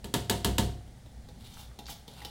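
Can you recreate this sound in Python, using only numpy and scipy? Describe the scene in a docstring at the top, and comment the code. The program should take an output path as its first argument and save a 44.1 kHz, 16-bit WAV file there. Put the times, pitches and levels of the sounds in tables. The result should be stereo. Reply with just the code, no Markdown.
"""A hand knocks chopped onion from an upturned plastic bowl into a steel pot, in a small kitchen.
Throughout: filtered noise for quiet air and a wavering rumble. First, one faint slap and four hard ones:
noise-burst cracks, with decaying sines for the bowl, the pot, the room and a deep thud. Then the bowl is
cradled in a palm: light taps (noise and hollow modes), fingers wiping the wet wall (gated noise with random
slips) and wet pops (pitched noise ticks) as fingers or pieces come unstuck."""
import sys
import numpy as np
from scipy import signal
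from scipy.fft import rfft, irfft, next_fast_len
from scipy.io import wavfile

SR = 44100
rng = np.random.default_rng(int(sys.argv[2]) if len(sys.argv) > 2 else 0)


def inscribe(sig):
    """Save sig as 16-bit PCM at rate SR to the path in sys.argv[1].

    A 1-D sig is mono; a 2-D sig holds one channel per row.
    Samples are clipped to [-1, 1] before scaling.
    """
    pcm = np.round(np.clip(np.atleast_2d(sig).T, -1, 1) * 32767)
    wavfile.write(sys.argv[1], SR, pcm.astype(np.int16))


N = 101429
T = np.arange(N) / SR

# Levels in the tables are relative unless stated.
# quiet air spectrum: f/Hz, density/dB
AIR_SPECTRUM = [(60, -23.5), (150, -1.5), (340, -7.5), (480, -6.5), (680, -7), (820, -6.5), (1050, -17.5),
                (2100, -15.5), (2600, -21.5), (3400, -17.5), (6400, -22), (10000, -23), (11500, -31),
                (16000, -30)]
# low rumble spectrum: f/Hz, density/dB
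RUMBLE_SPECTRUM = [(20, -13.5), (34, -5), (46, -19.5), (59, 7.5), (80, -12.5), (118, -3.5), (150, -13),
                   (240, -14), (350, -35.5), (800, -57.5)]
# rumble level over time: t/s, level/dB
RUMBLE_LEVEL = [(0, -45), (.3, -49), (.8, -51.5), (1.08, -49.5), (1.2, -48), (1.45, -46.5), (1.7, -50),
                (1.82, -54), (1.92, -45.5), (2.06, -54.5), (2.3, -52.5)]
# slaps on the bowl: t/s, crack level/dB, bowl body level/dB, room boom level/dB, deep thud level/dB
SLAP_EVENTS = [(0.0433, -16, -11.5, -25, -39), (0.1399, 0, -0.5, -4, -13), (0.2972, 2, 2, -7, -5.5),
               (0.4463, .5, 2, -2, 5), (0.5823, 1.5, 3.5, 0.5, 4.5)]
# slap crack spectrum: f/Hz, density/dB
CRACK_SPECTRUM = [(100, -12), (300, 0.5), (600, 2.5), (790, -4.5), (920, 11), (1080, 0.5), (1450, 0.5),
                  (2000, -1), (2450, -4.5), (3000, 3), (4400, .5), (5800, -6), (7700, -3), (10000, -6),
                  (12000, -8.5), (15500, -11.5)]
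# slapped bowl and the air under it, modes: f/Hz, level/dB, t60/s
BOWL_MODES = [(181.4, -3, 0.36), (201.6, 2, 0.39), (230, -2, 0.22), (259.4, 0, 0.1), (350, -6, 0.53),
              (400.6, 0.5, 0.33), (449.3, -8.5, 0.13), (528, -10.5, 0.4), (899, -3.5, 0.24),
              (946, -8.5, .12)]
# steel pot modes: f/Hz, level/dB, t60/s
POT_MODES = [(686.8, 2, 0.65), (719, 6, 0.61), (1706, 4.5, 0.12), (2856, -1.5, 0.42), (3073, 1, 0.13),
             (3520, -35, 0.19), (5940, -5.5, 0.34), (7760, 2, 0.11)]
# low kitchen modes: f/Hz, level/dB, t60/s
BOOM_MODES = [(100.5, 3, 0.56), (130.3, -2.5, 0.61)]
# deep thud of the slaps, modes: f/Hz, level/dB, t60/s
THUD_MODES = [(36, -13, 0.75), (63.35, 3, 0.5)]
# kitchen reverberation time: f/Hz, t60/s
KITCHEN_T60 = [(600, 0.37), (4000, 0.39), (8000, 0.35), (15000, 0.3)]
# light taps of fingers and onion pieces: t/s, click level/dB, hollow ring level/dB, soft knock level/dB
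TAP_EVENTS = [(0.877, -38.5, -43, -29), (1.061, -35.5, -38, -28.5), (1.287, -31, -30, -20),
              (1.789, -20.5, -20, -19), (1.893, -25, -18.5, -26.5), (2.079, -24, -25.5, -20),
              (2.219, -27.5, -21.5, -26.5), (2.2489, -13.5, -21, -22)]
# tap click spectrum: f/Hz, density/dB
CLICK_SPECTRUM = [(200, 2), (550, 1), (950, 0), (1500, -7), (2500, -3.5), (3700, 7.5), (6000, -3.5),
                  (9500, -9), (15500, -10)]
# soft knock spectrum, also the noise in the slapped body: f/Hz, density/dB
KNOCK_SPECTRUM = [(40, -25.5), (110, 2), (260, -3), (500, -8.5), (1000, -27), (4000, -53)]
# hollow modes of the cradled bowl: f/Hz, level/dB, t60/s
CRADLED_MODES = [(368, -5, 0.11), (472, 5.5, 0.17), (683, 5, 0.24), (830, 15, 0.085), (870, -13, 0.053),
                 (932, 6, 0.095), (1310, 0.5, 0.024), (1470, -16, 0.031), (1920, -8, 0.017)]
# finger wipes on the wet wall: start t/s, rise/s, fall/s, hiss level/dB, treble spray level/dB, rub level/dB
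WIPE_EVENTS = [(1.33, 0.12, 0.13, -58, -73, -63), (1.45, 0.14, 0.12, -55.5, -59, -56),
               (1.844, 0.066, 0.047, -48.5, -47.5, -55), (2.06, 0.032, 0.1, -58.5, -75, -63),
               (2.10, 0.098, 0.14, -55, -81, -52.5)]
# wipe hiss spectrum: f/Hz, density/dB
HISS_SPECTRUM = [(500, -26), (2500, 1.5), (3600, 2.5), (4700, -3), (6200, -11.5), (9000, -9),
                 (12000, -11.5), (15500, -17)]
# rubbed wall spectrum: f/Hz, density/dB
RUB_SPECTRUM = [(150, 9), (480, -11.5), (650, -8), (760, -1), (830, 9), (1050, -1), (1400, 2.5), (2000, -1),
                (2700, 6), (6000, -43.5)]
# fine treble spray spectrum: f/Hz, density/dB
SPRAY_SPECTRUM = [(2000, -20), (5000, -1.5), (8000, -6), (11500, -7.5), (15500, -5)]
# wet pops as a fingertip or a piece comes unstuck: t/s, centre f/Hz, level/dB
POP_EVENTS = [(1.540, 5850, -30.5), (1.57, 1300, -27.5), (1.714, 1310, -35), (1.857, 4140, -26),
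              (1.866, 4370, -21.5), (1.885, 1340, -24), (2.2173, 1850, -24.5)]
# stereo balance: f/Hz, left minus right level/dB
LEFT_BALANCE = [(60, 1), (110, 2), (200, 3.0), (380, 1.5), (700, 5), (1290, 2), (2380, 3.5), (4400, 5.5),
                (8120, 5), (15000, 2)]

AIR_DB, AIR_LIKENESS, RUMBLE_SIDE_DB = -57.5, 0.15, -17  # likeness: correlation of left and right
TOUCH_LEAD_S, TOUCH_DB, TOUCH_T60_S = 0.00085, -18, 0.0088  # fingers touch just before the palm
SNAP_RISE_S, SNAP_T60_S = 0.00058, 0.011
WORKTOP_LAG_S, WORKTOP_DB = 0.0027, -9.5
PLASTIC_BUILD_S, PLASTIC_T60_S, PLASTIC_DB, CRACK_ROOM_DB = 0.00072, 0.11, 0.5, 0.5
CRACK_CHANGE = 0.96  # gain of the crack part new in each slap, against the repeated part
CRACK_DB, POT_DB = 3.5, -6
BODY_RISE_S, BODY_NOISE_DB, BODY_SIDE_DB, BODY_ROOM_T60_S = 0.001, -6, -8, 0.44
LOW_RISE_S = 0.048  # boom and thud
WIDE_HZ, WIDE_RAD_PER_EAR = 920, 0.71  # opposite phase shift at each ear; smaller below this pitch
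EARLY_DB, EARLY_T60_S, TAIL_DB, ROOM_BUILD_S = -5, 0.038, -1, 0.0031
CLICK_T60_S, KNOCK_T60_S = 0.04, 0.094
SLIPS_PER_S, SLIP_SPREAD_DB, SLIP_DB, STUTTER_DB, STUTTER_PER_S = 350, 2, 1, 2.5, 110
POP_T60_S, POP_WIDTH_OCT, POP_SKIRT_DB = 0.014, 0.9, -21
TOP_HZ = 15900


def amp(db):
    """Decibels to gain."""
    return 10 ** (np.asarray(db) / 20)


def unit(x):
    """Scale each channel to unit energy."""
    return x / np.sqrt(np.sum(x ** 2, axis=-1, keepdims=True))


def fade(t60_s):
    """Exponential decay, 60 dB in t60_s."""
    return np.exp(-np.log(1000) * T / t60_s)


def build(time_s):
    """Exponential approach to full level."""
    return 1 - np.exp(-T / time_s)


def noise(*channels):
    """White noise, mono unless channels are given."""
    return rng.standard_normal((*channels, N))


def through(x, response):
    """Convolve with a response."""
    size = 2 * next_fast_len(N)
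    return irfft(rfft(x, size) * rfft(response, size))[..., :N]


def log_hz(size):
    """Log frequency of the FFT bins, offset by 1 Hz to admit zero."""
    return np.log(np.fft.rfftfreq(size, 1 / SR) + 1)


def colour(x, points):
    """Minimum-phase filter through (f/Hz, level/dB) points; unit energy out."""
    size = next_fast_len(N // 2 + 1, True) * 2
    hz, db = np.array(points, float).T
    gain = amp(np.interp(log_hz(size), np.log(hz), db))
    # folding the cepstrum makes the filter causal
    cepstrum = irfft(np.log(gain))
    cepstrum[1:size // 2] *= 2
    cepstrum[size // 2 + 1:] = 0
    return unit(irfft(rfft(x, size) * np.exp(rfft(cepstrum)))[..., :N])


def strike(t0_s, db, response):
    """Place a response at a time and level."""
    start = int(np.clip(t0_s * SR, 0, N - 1))
    return amp(db) * np.roll(response, start, axis=-1) * (np.arange(N) >= start)


def ring(modes):
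    """Sum of decaying stereo modes, each set by its energy; one second long, unit energy."""
    out = 0
    for k, (hz, db, t60_s) in enumerate(modes):
        sign = (-1) ** k
        phase = np.array([[1], [-1]]) * sign * WIDE_RAD_PER_EAR * min(hz / WIDE_HZ, 1)
        wave = np.sin(2 * np.pi * hz * T[:SR] + phase) * fade(t60_s)[:SR]
        out = out + sign * amp(db) * unit(wave)
    return unit(np.pad(out, ((0, 0), (0, N - SR))))


def background():
    """Quiet kitchen air over a low, wavering rumble: two stereo coloured noises."""
    apart = np.array([[1], [-1]])
    common = np.sqrt(1 + AIR_LIKENESS) * noise()
    side = np.sqrt(1 - AIR_LIKENESS) * apart * noise()
    air = amp(AIR_DB) * colour(common + side, AIR_SPECTRUM)
    rumble = colour(noise() + amp(RUMBLE_SIDE_DB) * apart * noise(), RUMBLE_SPECTRUM)
    rumble_gain = amp(np.interp(T, *np.array(RUMBLE_LEVEL).T))
    return np.sqrt(N) * (air + rumble_gain * rumble)  # unit energy to unit RMS


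def kitchen():
    """Stereo noise responses: quick reflections from pot and worktop; a tail whose high treble dies first."""
    hz, t60s = np.array(KITCHEN_T60).T
    size = next_fast_len(N, True)
    white = rfft(rng.standard_normal((2, size)))
    tail = 0
    for weights, t60_s in zip(np.eye(len(hz)), t60s):
        band = np.interp(log_hz(size), np.log(hz), weights)
        tail = tail + irfft(white * band, size)[:, :N] * fade(t60_s)
    growth = build(ROOM_BUILD_S)
    early = noise(2) * fade(EARLY_T60_S) * growth
    return unit(early), unit(tail * growth)


def crack():
    """A sharp snap, its worktop reflection, the plastic's brief dense ring and the kitchen tail."""
    _, tail = kitchen()
    snap = unit(noise() * fade(SNAP_T60_S) * build(SNAP_RISE_S))
    reflection = strike(WORKTOP_LAG_S, WORKTOP_DB, unit(noise(2) * fade(SNAP_T60_S)))
    plastic = unit(noise(2) * fade(PLASTIC_T60_S) * build(PLASTIC_BUILD_S))
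    return snap + reflection + amp(PLASTIC_DB) * plastic + amp(CRACK_ROOM_DB) * tail


def bowl_body(bowl):
    """Bowl modes with a short flesh knock and a longer, low stereo spread of noise."""
    flesh = colour(noise() * fade(KNOCK_T60_S), KNOCK_SPECTRUM)
    wide = noise() + amp(BODY_SIDE_DB) * noise(2)
    spread = colour(wide * fade(BODY_ROOM_T60_S), KNOCK_SPECTRUM)
    return bowl + amp(BODY_NOISE_DB) * flesh + spread


def slaps():
    """The palm lands on about the same spot: crack, bowl body, pot in sympathy, room boom, deep thud."""
    same_spot, out = crack(), 0
    bowl = unit(ring(BOWL_MODES) * build(BODY_RISE_S))
    pot = amp(POT_DB) * ring(POT_MODES)
    boom = unit(ring(BOOM_MODES) * build(LOW_RISE_S))
    thud = unit(ring(THUD_MODES) * build(LOW_RISE_S))
    for t0_s, crack_db, body_db, boom_db, thud_db in SLAP_EVENTS:
        touch = colour(noise() * fade(TOUCH_T60_S), CRACK_SPECTRUM)
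        palm = colour(same_spot + CRACK_CHANGE * crack(), CRACK_SPECTRUM)
        out = out + strike(t0_s - TOUCH_LEAD_S, crack_db + TOUCH_DB, touch)
        out = out + strike(t0_s, crack_db, amp(CRACK_DB) * palm + pot)
        out = out + strike(t0_s, body_db, bowl_body(bowl))
        out = out + strike(t0_s, boom_db, boom)
        out = out + strike(t0_s, thud_db, thud)
    return out


def taps():
    """Small contacts on the cradled bowl: a noise click, a hollow modal ring and a soft noise knock."""
    hollow, out = ring(CRADLED_MODES), 0
    for t0_s, click_db, ring_db, knock_db in TAP_EVENTS:
        click = colour(noise() * fade(CLICK_T60_S), CLICK_SPECTRUM)
        knock = colour(noise() * fade(KNOCK_T60_S), KNOCK_SPECTRUM)
        out = out + strike(t0_s, click_db, click)
        out = out + strike(t0_s, ring_db, hollow)
        out = out + strike(t0_s, knock_db, knock)
    return out


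def wipes():
    """Fingers slide unevenly over wet plastic: hiss full of tiny slips, brighter when fast, over wall rub."""
    slip_db = SLIP_SPREAD_DB * np.minimum(rng.exponential(size=N), 4)
    slips = (rng.random(N) < SLIPS_PER_S / SR) * np.sign(noise()) * amp(slip_db)
    stutter = amp(STUTTER_DB * np.interp(T * STUTTER_PER_S, np.arange(N), noise()))
    friction = (unit(noise()) + amp(SLIP_DB) * unit(slips)) * stutter
    hiss = colour(friction, HISS_SPECTRUM)
    rub = colour(friction, RUB_SPECTRUM)
    spray = colour(noise() * stutter, SPRAY_SPECTRUM)
    out = 0
    for t0_s, rise_s, fall_s, hiss_db, spray_db, rub_db in WIPE_EVENTS:
        ramp = np.interp(T, [t0_s, t0_s + rise_s, t0_s + rise_s + fall_s], [0, 1, 0])
        speed = np.sin(ramp * np.pi / 2) ** 2
        out = out + speed * (amp(hiss_db) * hiss + amp(rub_db) * rub)
        out = out + speed ** 2 * amp(spray_db) * spray
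    return out * np.sqrt(N)  # unit energy to unit RMS


def pops():
    """Brief wet ticks: decaying noise, each centred on its own pitch."""
    out, step = 0, 2 ** POP_WIDTH_OCT
    for t0_s, hz, db in POP_EVENTS:
        band = [(hz / step, POP_SKIRT_DB), (hz, 0), (hz * step, POP_SKIRT_DB),
                (hz * step ** 2, 2 * POP_SKIRT_DB)]
        out = out + strike(t0_s, db, colour(noise() * fade(POP_T60_S), band))
    return out


def place(x, room):
    """Direct sound plus early reflections and tail."""
    early, tail = room
    return x + through(x, amp(EARLY_DB) * early + amp(TAIL_DB) * tail)


def lean_left(sound):
    """Split a frequency-dependent level difference between the ears, left louder."""
    hz, db = np.array(LEFT_BALANCE).T
    size = 2 * next_fast_len(N)
    left_db = np.interp(log_hz(size), np.log(hz), db)
    return irfft(rfft(sound, size) * amp(np.array([left_db, -left_db]) / 2))[:, :N]


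def scene():
    """Slaps, then finger work with room reflections, over the background; all weighted to the left."""
    fingers = place(taps() + wipes() + pops(), kitchen())
    return lean_left(background() + slaps() + fingers)


def record(dry):
    """Steep elliptic low-pass: the extreme treble is cut."""
    low_pass = signal.ellip(10, 0.2, 80, TOP_HZ, fs=SR, output="sos")  # order, ripple dB, stopband dB
    return signal.sosfilt(low_pass, dry)


dry = scene()
out = record(dry)
inscribe(out)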